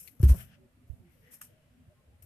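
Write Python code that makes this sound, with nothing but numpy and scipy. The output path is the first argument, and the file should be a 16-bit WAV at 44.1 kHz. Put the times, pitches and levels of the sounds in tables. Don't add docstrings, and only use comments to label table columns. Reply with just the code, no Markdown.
import sys
import numpy as np
from scipy import signal
from scipy.fft import rfft, irfft, next_fast_len
from scipy.io import wavfile
from scipy.ndimage import uniform_filter1d, map_coordinates

SR = 44100
rng = np.random.default_rng(int(sys.argv[2]) if len(sys.argv) > 2 else 0)


def master(y):
    cut = np.clip(np.atleast_2d(y).T, -1, 1)
    pcm = np.round(cut * 32767)
    wavfile.write(sys.argv[1], SR, pcm.astype(np.int16))


N = 99225
T = np.arange(N) / SR


def amp(db):
    return 10 ** (np.asarray(db) / 20)


def unit_rms(x):
    return x / np.sqrt(np.mean(x ** 2) + 1e-20)


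def pan(db):
    return amp(np.array([[db], [-db]]) / 2)


def curve_at(points, hz):
    freqs, values = np.transpose(points)
    return np.interp(np.log(hz + 1), np.log(freqs + 1), values)


def wobble(rate):
    return map_coordinates(rng.standard_normal(N // 8), [T * rate], mode="wrap")


def envelope(start, attack, hold, release):
    fall_db = -20 * np.maximum(T - start - attack - hold, 0) / release
    return np.clip((T - start) / attack, 0, 1) * amp(fall_db)


def filtered(x, response):
    size = next_fast_len(N + SR // 2)
    return irfft(rfft(x, size) * response(np.fft.rfftfreq(size, 1 / SR)), size)[..., :N]


def equalised(x, eq):
    return unit_rms(filtered(x, lambda hz: amp(curve_at(eq, hz))))


# (frequency [Hz], left-right correlation [0-1])
NOISE_IMAGE = [(60, 1), (300, 0.67), (630, 0.58), (1400, 0)]

def stereo_noise(image=NOISE_IMAGE):
    def mid_side_gains(hz):
        angle = np.arccos(np.clip(curve_at(image, hz), -1, 1)) / 2
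        return np.array([np.cos(angle), np.sin(angle)])
    mid, side = filtered(rng.standard_normal((2, N)), mid_side_gains)
    return np.array([mid + side, mid - side])


def friction(grain_hz=1416, grain_db=0.5, flutter_hz=129.7, flutter_db=1.12):
    return stereo_noise() * amp(grain_db * wobble(grain_hz) + flutter_db * wobble(flutter_hz))


# (frequency [Hz], gain [dB])
RUMBLE_EQ = [(25, -16), (45, -10), (62, -0.5), (115, -1), (170, -3.5), (205, -14.5), (248, -5), (290, -15),
             (370, -17.5), (430, -20), (490, -18), (600, -16.5), (720, -23), (950, -34), (2000, -64)]
HISS_EQ = [(300, -36), (800, 0), (1300, 3), (2600, 1.5), (3600, -4.5), (6000, -9.5), (9000, -5),
           (12500, -7.5), (14500, -10.5)]

def room_bed(rumble_db=-62.5, hiss_db=-75.5, swell_db=5.5):
    spectrogram = signal.stft(stereo_noise(), nperseg=2048)[2]
    patches = uniform_filter1d(rng.standard_normal(spectrogram.shape[1:]), size=3, axis=0)
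    patches = unit_rms(uniform_filter1d(patches, size=5, axis=1))
    rumble = signal.istft(spectrogram * amp(swell_db * patches), nperseg=2048)[1][:, :N]
    hiss = equalised(stereo_noise(), HISS_EQ)
    return amp(rumble_db) * equalised(rumble, RUMBLE_EQ) + amp(hiss_db) * hiss


# (time [s], length [s], pitch [Hz], level [dB])
ROOM_TONES = [(0.573, .12, 374, -64), (0.947, 0.13, 238, -63), (0.997, 0.12, 350.5, -64.5),
              (1.245, 0.078, 496, -66), (1.477, 0.069, 490, -68.5), (1.882, 0.072, 598, -65),
              (1.949, 0.084, 1065, -75)]

def room_tones(blur_rad=1, blur_hz=45.6):
    out = np.zeros((2, N))
    for start, length, hz, db in ROOM_TONES:
        blur = blur_rad * np.array([wobble(blur_hz), wobble(blur_hz)])
        swell = np.sin(np.pi * np.clip((T - start) / length, 0, 1))
        out += amp(db) * swell * np.sin(2 * np.pi * hz * T + blur)
    return out


# (frequency [Hz], gain [dB])
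CLOTH_EQ = [(300, -30), (650, -1.5), (1000, -15.5), (1550, -1.5), (2200, -4.5), (3000, 0), (3400, -6.5),
            (3900, -15), (4700, -14), (5500, -10.5), (6500, -18), (9000, -21)]
# (time [s], attack [s], hold [s], release [s], level [dB], peak [Hz], boost [dB])
SLEEVE_RUSTLES = [(0.363, 0.025, 0.018, 0.082, -54.5, 1480, 4),
                  (0.471, 0.053, 0.021, 0.05, -66.5, 1460, 4.5), (1.028, 0.029, 0.054, 0.17, -77, 2160, 14),
                  (1.215, 0.039, 0.05, 0.19, -68, 1920, 15.5), (1.435, 0.016, .04, 0.91, -77.5, 1600, 2)]

def sleeve(half_width_hz=240, pan_db=5):
    cloth = equalised(friction(), CLOTH_EQ)
    out = np.zeros((2, N))
    for *timing, db, peak_hz, boost_db in SLEEVE_RUSTLES:
        fold = filtered(cloth, lambda hz: amp(boost_db / (1 + ((hz - peak_hz) / half_width_hz) ** 2)))
        out += amp(db) * envelope(*timing) * unit_rms(fold)
    return pan(pan_db) * out


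# (frequency [Hz], gain [dB])
LEFT_PORT_EQ = [(800, -64), (2500, -15.5), (4200, -35), (5300, -15.5), (7400, -14), (8600, -13),
                (10000, -8), (11700, 0.5), (13000, 0), (14200, -13.5), (15000, -13)]
RIGHT_PORT_EQ = [(800, -36), (2500, -9), (4400, -28), (5300, -6.5), (7200, -5), (8300, 1), (9300, 4),
                 (10300, -3), (11500, -8), (14200, -11), (15000, -18)]

def port_hiss():
    left, right = friction()
    return np.array([equalised(left, LEFT_PORT_EQ), equalised(right, RIGHT_PORT_EQ)])


# (frequency [multiple of ring pitch], gain [dB])
SHELL_RING = [(.4, -30), (.7, -33), (.88, 4.5), (1.15, 0), (1.45, -10), (1.95, -1), (2.3, -12), (2.85, -39),
              (3.8, -9), (5.5, -39)]
# (time [s], level [dB], pan [dB], release [s], ring pitch [Hz], ring over hiss [dB])
CASING_TICKS = [(0.0748, -53, 18, 0.02, 2230, -6.5), (1.4143, -39.5, 4, 0.0061, 1480, -9.5),
                (1.423, -53, -11, 0.0044, 1450, -4), (2.2227, -54.5, 6, 0.013, 2660, -15)]

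def casing_ticks(attack_s=0.001, hold_s=0.002):
    hiss = port_hiss()
    out = np.zeros((2, N))
    for start, db, pan_db, release, ring_hz, ring_db in CASING_TICKS:
        ring_eq = [(multiple * ring_hz, gain) for multiple, gain in SHELL_RING]
        tick = hiss + amp(ring_db) * equalised(stereo_noise(), ring_eq)
        out += amp(db) * envelope(start, attack_s, hold_s, release) * pan(pan_db) * tick
    return out


# (frequency [Hz], gain [dB])
SCRAPE_EQ = [(200, 1), (600, -7), (950, -7), (1450, -1.5), (2100, -5.5), (2900, -5), (3600, -10.5),
             (4300, -10), (6000, -8), (10000, -55)]
# (time [s], attack [s], hold [s], release [s], level [dB], hiss pan [dB], scrape over hiss [dB])
SKIN_BRUSHES = [(-.01, 0.012, .015, 0.071, -49.5, 5.5, -28.5),
                (0.034, 0.0191, 0.032, 0.053, -60.5, 13, -13), (0.105, .01, .05, 0.175, -81, 21, -6),
                (0.193, 0.0029, 0.017, 0.017, -62.5, 8, -8), (0.213, 0.0025, 0.0054, 0.017, -55.5, 10, -13),
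                (0.228, 0.0021, 0.012, 0.049, -45.5, 5.5, -4.5),
                (0.274, 0.019, 0.016, 0.052, -42.5, 4, -7.5), (0.337, 0.0223, 0.061, 0.069, -54, 10, -17),
                (0.866, .01, .06, 0.37, -79, 5.5, -17), (1.083, .04, 0.173, .1, -79, 12, -2),
                (1.306, 0.029, 0.0077, 0.061, -51.5, 4.5, -15.5),
                (1.41, 0.0038, 0.02, 0.067, -52.5, 3.5, -13), (2.222, .003, .008, 0.067, -63, 15, -15)]
FINGER_PAN_DB = 7.5

def skin_brushes():
    hiss = port_hiss()
    scrape = pan(FINGER_PAN_DB) * equalised(friction(), SCRAPE_EQ)
    out = np.zeros((2, N))
    for *timing, db, pan_db, scrape_db in SKIN_BRUSHES:
        out += amp(db) * envelope(*timing) * (pan(pan_db) * hiss + amp(scrape_db) * scrape)
    return out


# (frequency [Hz], left-right correlation [0-1])
CASING_IMAGE = [(60, 0.71), (300, 0.81), (1000, 0.59)]
# (frequency [Hz], gain [dB])
PRESS_EQ = [(25, -9.5), (50, -1), (110, 6), (200, 0.5), (290, -24.5), (370, -22), (450, -22), (650, -28.5),
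            (1000, -57), (2500, -60)]
RUB_EQ = [(200, -33), (380, 2), (560, 2), (760, -8), (980, -6.5), (1200, -11.5), (1600, -13), (3000, -57)]
# (time [s], attack [s], hold [s], release [s], level [dB])
HAND_PRESSES = [(0.231, 0.003, 0.01, 0.071, -29), (0.284, 0.014, 0.044, 0.033, -37),
                (0.353, 0.016, 0.067, 0.14, -50)]
FINGERTIP_RUBS = [(.198, 0.0025, 0.0055, 0.038, -58), (.23, 0.0029, 0.0091, .03, -53),
                  (.29, 0.0074, 0.032, 0.05, -52.5), (.34, 0.0035, .008, 0.014, -52.5)]

def grip():
    def layer(eq, cues):
        force = sum(amp(db) * envelope(*timing) for *timing, db in cues)
        return force * equalised(stereo_noise(CASING_IMAGE), eq)
    return layer(PRESS_EQ, HAND_PRESSES) + pan(FINGER_PAN_DB) * layer(RUB_EQ, FINGERTIP_RUBS)


# (time [s], slip rate [Hz], level before the low-pass [dB])
SLIP_CURVE = [(0.2334, 120, -12), (0.239, 97.3, -9), (.25, 63.7, -11), (0.269, 67.7, -10.5),
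              (.282, 66.6, -20.5), (0.302, 67.6, -10.5), (.322, 61.8, -9.5), (0.338, 55, -22.5),
              (.346, 116, -36)]
# (harmonic [number], level over fundamental [dB])
SLIP_OVERTONES = [(2, -26.5), (3, -37), (4, -32)]

def finger_judder(lowpass_hz=380):
    times, slip_hz, db = np.transpose(SLIP_CURVE)
    dragging = (T > times[0]) & (T < times[-1])
    phase = 2 * np.pi * np.cumsum(np.interp(T, times, slip_hz) * dragging) / SR
    overtones = sum(amp(level) * np.sin(round(k) * phase) for k, level in SLIP_OVERTONES)
    shake = (np.sin(phase) + overtones) * dragging * amp(np.interp(T, times, db))
    return filtered(shake, lambda hz: 1 / (1 + (hz / lowpass_hz) ** 6))


# (time [s], level [dB], pitch [Hz], rise [s], pan [dB])
FINGER_BUMPS = [(.2005, -23, 109, 0.0056, 2), (.228, -32, 351, 0.0068, 5), (0.346, -36.5, 169, 0.0066, -3),
                (0.371, -49, 78, 0.016, -2), (0.8984, -41.5, 71, 0.0056, -28.5),
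                (.931, -51.5, 81, 0.0055, -30), (.997, -53.5, 95, 0.0059, -16)]

def finger_bumps():
    out = np.zeros((2, N))
    for start, db, hz, rise, pan_db in FINGER_BUMPS:
        age = np.maximum(T - start, 0)
        swell = age / rise * np.exp(1 - age / rise)
        out += pan(pan_db) * amp(db) * swell * np.sin(2 * np.pi * hz * age)
    return out


def scene():
    background = room_bed() + room_tones()
    handling = sleeve() + casing_ticks() + skin_brushes() + grip()
    return background + handling + finger_judder() + finger_bumps()


def record(dry, band_limit_hz=14500):
    return filtered(dry, lambda hz: hz < band_limit_hz)


dry = scene()
out = record(dry)
master(out)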